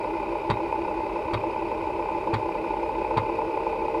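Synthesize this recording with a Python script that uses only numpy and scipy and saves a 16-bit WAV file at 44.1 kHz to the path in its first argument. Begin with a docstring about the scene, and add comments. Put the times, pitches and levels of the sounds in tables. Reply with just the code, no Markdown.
"""A fast knocking over a whirring belt is heard first: an open floppy disk drive, running close by.
The motor knocks into the chassis once a turn. The belt's rough patches come round every lap,
and the disk rubs in its jacket with every turn of the spindle. Four times there is a clack as
the stepper motor jerks the head carriage on by one track. Low room rumble lies underneath."""
import sys
import numpy as np
from scipy import signal
from scipy.fft import rfft, irfft, next_fast_len
from scipy.io import wavfile
from scipy.ndimage import map_coordinates

SR = 44100
rng = np.random.default_rng(int(sys.argv[2]) if len(sys.argv) > 2 else 0)


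def to_wav(s):
    """Save 16-bit WAV."""
    ch = np.atleast_2d(s).T  # columns
    pcm = np.round(np.clip(ch, -1, 1) * 32767)  # PCM
    wavfile.write(sys.argv[1], SR, pcm.astype(np.int16))


N = 176400

MOTOR_HZ = 32.308  # turns a second
BELT_HZ, SPINDLE_HZ = MOTOR_HZ / 9, MOTOR_HZ * 5 / 27
FIRST_KNOCK_S, REBOUND_S = .0136, .016  # a rebound follows each knock by about half a turn

# A "colour" says which pitches come out stronger or weaker than the rest.
# room rumble and hiss: pitch_hz, level_db
ROOM_COLOUR = [(20, -26), (32, -10.5), (44, 2.5), (62, -6), (90, -4.5), (115, -10), (165, -10.5),
               (205, -7.5), (260, -10), (700, -17), (1800, -31.5), (4500, -37.5), (6000, -50), (8500, -49),
               (9700, -46), (10800, -51.5), (12300, -48), (14000, -62), (15500, -66)]
# the disk rubbing in its jacket: pitch_hz, level_db
JACKET_COLOUR = [(200, -15), (330, 0), (700, -3.5), (950, 1), (1150, -9.5), (1550, -20), (1780, -18),
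                 (2100, -10.5), (2450, 0), (3100, -19.5), (3650, -27), (3780, -18.5), (3950, -30),
                 (4350, -26.5), (4700, -20.5), (5200, -22.5), (5800, -33.5), (8500, -40), (9700, -34.5),
                 (11000, -54), (15000, -47)]
# the belt running over its pulleys: pitch_hz, level_db
BELT_COLOUR = [(150, -54.5), (280, -19.5), (335, -1.5), (365, -9.5), (398, 0.5), (430, -8), (452, -6.5),
               (475, -10.5), (495, -13), (523, -1), (550, -12), (600, -4), (645, -9), (675, -21),
               (770, -19.5), (820, -5.5), (890, -7.5), (1020, -10.5), (1100, -27), (2000, -57.5),
               (8000, -94.5)]
# the motor's brushes: pitch_hz, level_db
BRUSH_COLOUR = [(300, -50), (600, -25), (850, 7.5), (1030, 7.5), (1120, -5.5), (1600, -5), (1720, -16.5),
                (2060, -4), (2210, -4), (2420, 4), (2590, 0.5), (2720, -12.5), (3050, -11), (3400, -22.5),
                (4700, -30), (5800, -31.5), (15000, -51.5)]
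# the chassis when knocked: pitch_hz, level_db
CHASSIS_COLOUR = [(200, -48.5), (320, -10), (600, -13), (690, -33.5), (770, -21), (815, -3), (875, 1),
                  (940, -5.5), (1030, -11), (1090, -29.5), (1700, -40.5), (2450, -31), (3000, -53),
                  (6000, -80.5), (15000, -100)]
# the head carriage when tapped: pitch_hz, level_db
CARRIAGE_COLOUR = [(60, -8), (190, 3.5), (290, -18), (600, 2.5), (900, -2), (1180, -13), (1280, -5),
                   (1420, -1.5), (1750, -11), (2060, 1.5), (2300, -1), (2900, -18), (3600, -8), (4100, -16),
                   (4600, -12.5), (5500, -31.5), (9000, -33), (15000, -55)]
# the carriage scraping along its rails: pitch_hz, level_db
RAIL_COLOUR = [(60, -3), (190, 8.5), (290, -0.5), (600, -20), (900, 5.5), (1450, 0.5), (1750, -13.5),
               (2100, -5), (2900, -17), (4600, -25), (5800, -45), (15000, -64)]
# tones of belt and motor: rough_pitch_hz, start_level_db, growth_db_per_s
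RUNNING_TONES = [(398, -49.5, -6), (402, -38, -2), (453.5, -50.5, -3), (452, -46.5, 3.44), (518.7, -47, 3),
                 (525.5, -44, -1), (528.7, -48, 0.5), (597, -43.5, -0.5), (610, -48.5, 2), (822, -41.5, -3),
                 (870.8, -40.5, 0), (872.3, -50, 3), (881, -45, 2.5), (2570, -60.5, 1.5)]
# knock strength on the nine motor turns of one belt lap: extra_db
LAP_ACCENTS = [3.5, 7, 3.5, 1.5, -2.5, 2.5, 2, 5, -0.5]
# knocks that are harder or softer than usual: near_time_s, extra_db
ODD_KNOCKS = [(.324, -19), (.355, 7), (.572, 8), (.603, -5), (.726, 11), (.85, 6), (.882, -4), (.913, 7),
              (1.006, 5.5), (1.161, -7), (1.562, 6), (1.87, 5), (2.055, 5), (2.088, 9.5), (2.149, 3),
              (2.428, 5), (2.49, 9), (2.552, -5), (2.706, 5), (2.737, 4.5), (2.768, 6.5), (2.83, -2),
              (2.892, 9), (3.016, 3.5), (3.046, 11.5), (3.294, 3), (3.386, 2), (3.419, 7), (3.573, 7.5),
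              (3.666, 1), (3.728, 8), (3.851, 4), (3.881, 10.5)]
# moves of the head: start_s, kick_db, rattle_db, stop_db, thump_db, ring_db
HEAD_STEPS = [(.4935, 2.5, -28, 6, -25, -38), (1.328, -3, -27.5, -10, -24.5, -45),
              (2.329, -0.5, -28.5, -1, -24.5, -45), (3.1645, 1, -27.5, 4.5, -25.5, -51)]
# low notes of the case rocking after a step: pitch_hz, level_db, fade_s (time to fall 60 dB)
CASE_NOTES = [(77.5, -4, 0.13), (108.6, 3.5, 0.24), (134.7, -9.5, 0.33), (173, -28, 0.046),
              (192, -7.5, 0.16)]


def amp(db):
    """Turn decibels into a multiplier."""
    return 10 ** (np.asarray(db) / 20)


def unit(x):
    """Scale a sound to an average power of 1."""
    return x / np.sqrt(np.mean(x ** 2) + 1e-20)


def clock():
    """The time of each sample, in seconds."""
    return np.arange(N) / SR


def wobble(rate):
    """A smooth curve through rate random points a second."""
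    return map_coordinates(rng.standard_normal(int(N * rate / SR) + 4), [clock() * rate])


def through(x, colour, size=16384):
    """Play x through an object with the given colour."""
    hz, db = np.transpose(colour)
    log_hz = np.log(np.fft.rfftfreq(size, 1 / SR) + 1)
    log_gain = np.log(amp(np.interp(log_hz, np.log(np.sort(hz)), db)))
    # work out how the object answers one tap, with no sound before the tap
    cepstrum = irfft(log_gain) * (1 + np.sign(size // 2 - np.arange(size)))
    answer = irfft(np.exp(rfft(cepstrum)))[:size // 2]
    return signal.fftconvolve(x, answer / np.linalg.norm(answer))[:N]


def surface(rate, fresh):
    """Roughness that comes round rate times a second; fresh is the share of new noise."""
    size = round(SR / rate)
    lap = irfft(np.exp(2j * np.pi * rng.random(size // 2 + 1)), size)
    return np.sqrt(1 - fresh) * unit(np.resize(lap, N)) + np.sqrt(fresh) * rng.standard_normal(N)


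def passing(rate, first_s, width_s):
    """A bump from 0 to 1 and back, once a turn."""
    away_s = (((clock() - first_s) * rate + .5) % 1 - .5) / rate
    return np.exp(-.5 * (away_s / width_s) ** 2)


def add(track, start_s, sound):
    """Mix a sound into a track at start_s."""
    part = track[max(0, round(start_s * SR)):][:len(sound)]
    part += sound[:len(part)]


def frame(x, level_db=-1.5, fade_s=.06):
    """The metal frame's many small vibrations add a short ring."""
    t = np.arange(SR // 8) / SR
    tail = rng.standard_normal(len(t)) * amp(-60 * t / fade_s)
    ring = signal.fftconvolve(x, tail / np.linalg.norm(tail))[:N]
    gain = amp(level_db)
    return (x + gain * ring) / np.sqrt(1 + gain ** 2)


def room():
    """Low rumble and faint hiss."""
    return amp(-42) * unit(through(rng.standard_normal(N), ROOM_COLOUR))


def spindle(drag_s=.1368, swell_db=8.5, bend_hz=13, bend_lag_s=.0296):
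    """The spindle's hum swells, then peaks in pitch, each turn as the disk drags in its jacket."""
    turn = lambda peak_s: np.cos(2 * np.pi * SPINDLE_HZ * (clock() - peak_s))
    hz = 55 * SPINDLE_HZ + bend_hz * turn(drag_s + bend_lag_s)
    hum = amp(swell_db * turn(drag_s) + wobble(6.5)) * np.sin(2 * np.pi * np.cumsum(hz) / SR)
    rub = surface(SPINDLE_HZ, fresh=.4) * amp(1.05 * turn(.18))
    return amp(-36.5) * unit(hum) + amp(-43) * unit(through(frame(rub), JACKET_COLOUR))


def belt():
    """The belt is tugged at each knock and each rebound; its joint bumps once a lap."""
    tug_db = 7 * passing(MOTOR_HZ, FIRST_KNOCK_S, width_s=.0031)
    tug_db += 5.1 * passing(MOTOR_HZ, FIRST_KNOCK_S + REBOUND_S, width_s=.0018)
    joint_db = 4.4 * passing(BELT_HZ, first_s=.0505, width_s=.0071)
    whirr = surface(BELT_HZ, fresh=.051) * amp(tug_db + joint_db)
    return amp(-32.5) * unit(through(whirr, BELT_COLOUR))


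def motor():
    """Motor and belt hum with wavering loudness; the brushes scrape hardest at each knock."""
    t = clock()
    tones = np.zeros(N)
    for rough_hz, start_db, growth in RUNNING_TONES:
        hz = round(rough_hz / BELT_HZ) * BELT_HZ  # a whole number of waves per belt lap
        level_db = start_db + growth * t + wobble(3.21)
        tones += amp(level_db) * np.sin(2 * np.pi * (hz * t + rng.random()))
    scrape = rng.standard_normal(N) * amp(6.9 * passing(MOTOR_HZ, FIRST_KNOCK_S, width_s=.0034))
    return tones + amp(-40) * unit(through(frame(scrape), BRUSH_COLOUR))


def knocks(base_db=-9.5, scatter_db=.5, rebound_db=-8.5):
    """The motor knocks the chassis and rebounds each turn, harder or softer along the belt."""
    count = int(N / SR * MOTOR_HZ)
    times = FIRST_KNOCK_S + np.arange(count) / MOTOR_HZ
    levels_db = base_db + np.resize(LAP_ACCENTS, count) + scatter_db * rng.standard_normal(count)
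    for near_s, extra_db in ODD_KNOCKS:
        levels_db[np.argmin(abs(times - near_s))] += extra_db
    # tiny slips in timing, the same on every lap
    slips_s = np.resize(rng.normal(0, .00036, (len(LAP_ACCENTS), 2)), (count, 2))
    blows = np.zeros(N)
    for start_s, db, (knock_slip, rebound_slip) in zip(times, levels_db, slips_s):
        add(blows, start_s + knock_slip, amp([db]))
        add(blows, start_s + REBOUND_S + rebound_slip, amp([db + rebound_db]))
    return through(blows, CHASSIS_COLOUR)


def head_steps(stop_s=.0135, bounce_s=.022, tick_count=6, tick_span_s=.012):
    """The stepper kicks; the carriage scrapes, ticks, stops and bounces; the case rocks, steel rings."""
    t = np.arange(SR // 2) / SR
    blows, scrapes, ticks, rings = np.zeros((4, N))
    rise_s, hold_s, fade_s = .0046, .011, .1
    scrape_shape = np.minimum(t / rise_s, 1) * amp(-60 * np.maximum(t - rise_s - hold_s, 0) / fade_s)
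    note = lambda hz, fade_s: np.sin(2 * np.pi * hz * t) * amp(-60 * t / fade_s)
    thump = sum(amp(db) * note(hz, fade) for hz, db, fade in CASE_NOTES)
    thump *= 1 - np.exp(-t / .0024)  # the case takes a moment to start rocking
    steel_ring = note(hz=3780, fade_s=.12)
    for start_s, kick_db, rattle_db, stop_db, thump_db, ring_db in HEAD_STEPS:
        add(blows, start_s, amp([kick_db]))
        add(blows, start_s + stop_s, amp([stop_db]))
        add(scrapes, start_s + bounce_s, amp([kick_db - 3]))
        add(scrapes, start_s + .001, amp(rattle_db) * scrape_shape * rng.standard_normal(len(t)))
        for place in (np.arange(tick_count) + rng.random(tick_count)) / tick_count:
            tick = rng.choice([-1, 1]) * amp([rattle_db + 17 + rng.normal(0, 3.1)])
            add(ticks, start_s + .0071 + place * tick_span_s, tick)
        add(rings, start_s + .0057, -amp(thump_db) * thump)
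        add(rings, start_s + stop_s, amp(ring_db) * steel_ring)
    rattle = through(frame(scrapes), RAIL_COLOUR) + through(frame(ticks), CARRIAGE_COLOUR)
    return through(blows, CHASSIS_COLOUR) + rattle + rings


def scene():
    """The drive and the room, mixed into one channel."""
    return (knocks() + motor() + belt() + spindle() + head_steps() + room())[None]


def record(dry, top_hz=15700):
    """Cut away all treble above top_hz."""
    size = next_fast_len(N + SR // 2)
    kept = np.fft.rfftfreq(size, 1 / SR) < top_hz
    return irfft(rfft(dry, size) * kept, size)[:, :N]


dry = scene()
out = record(dry)
to_wav(out)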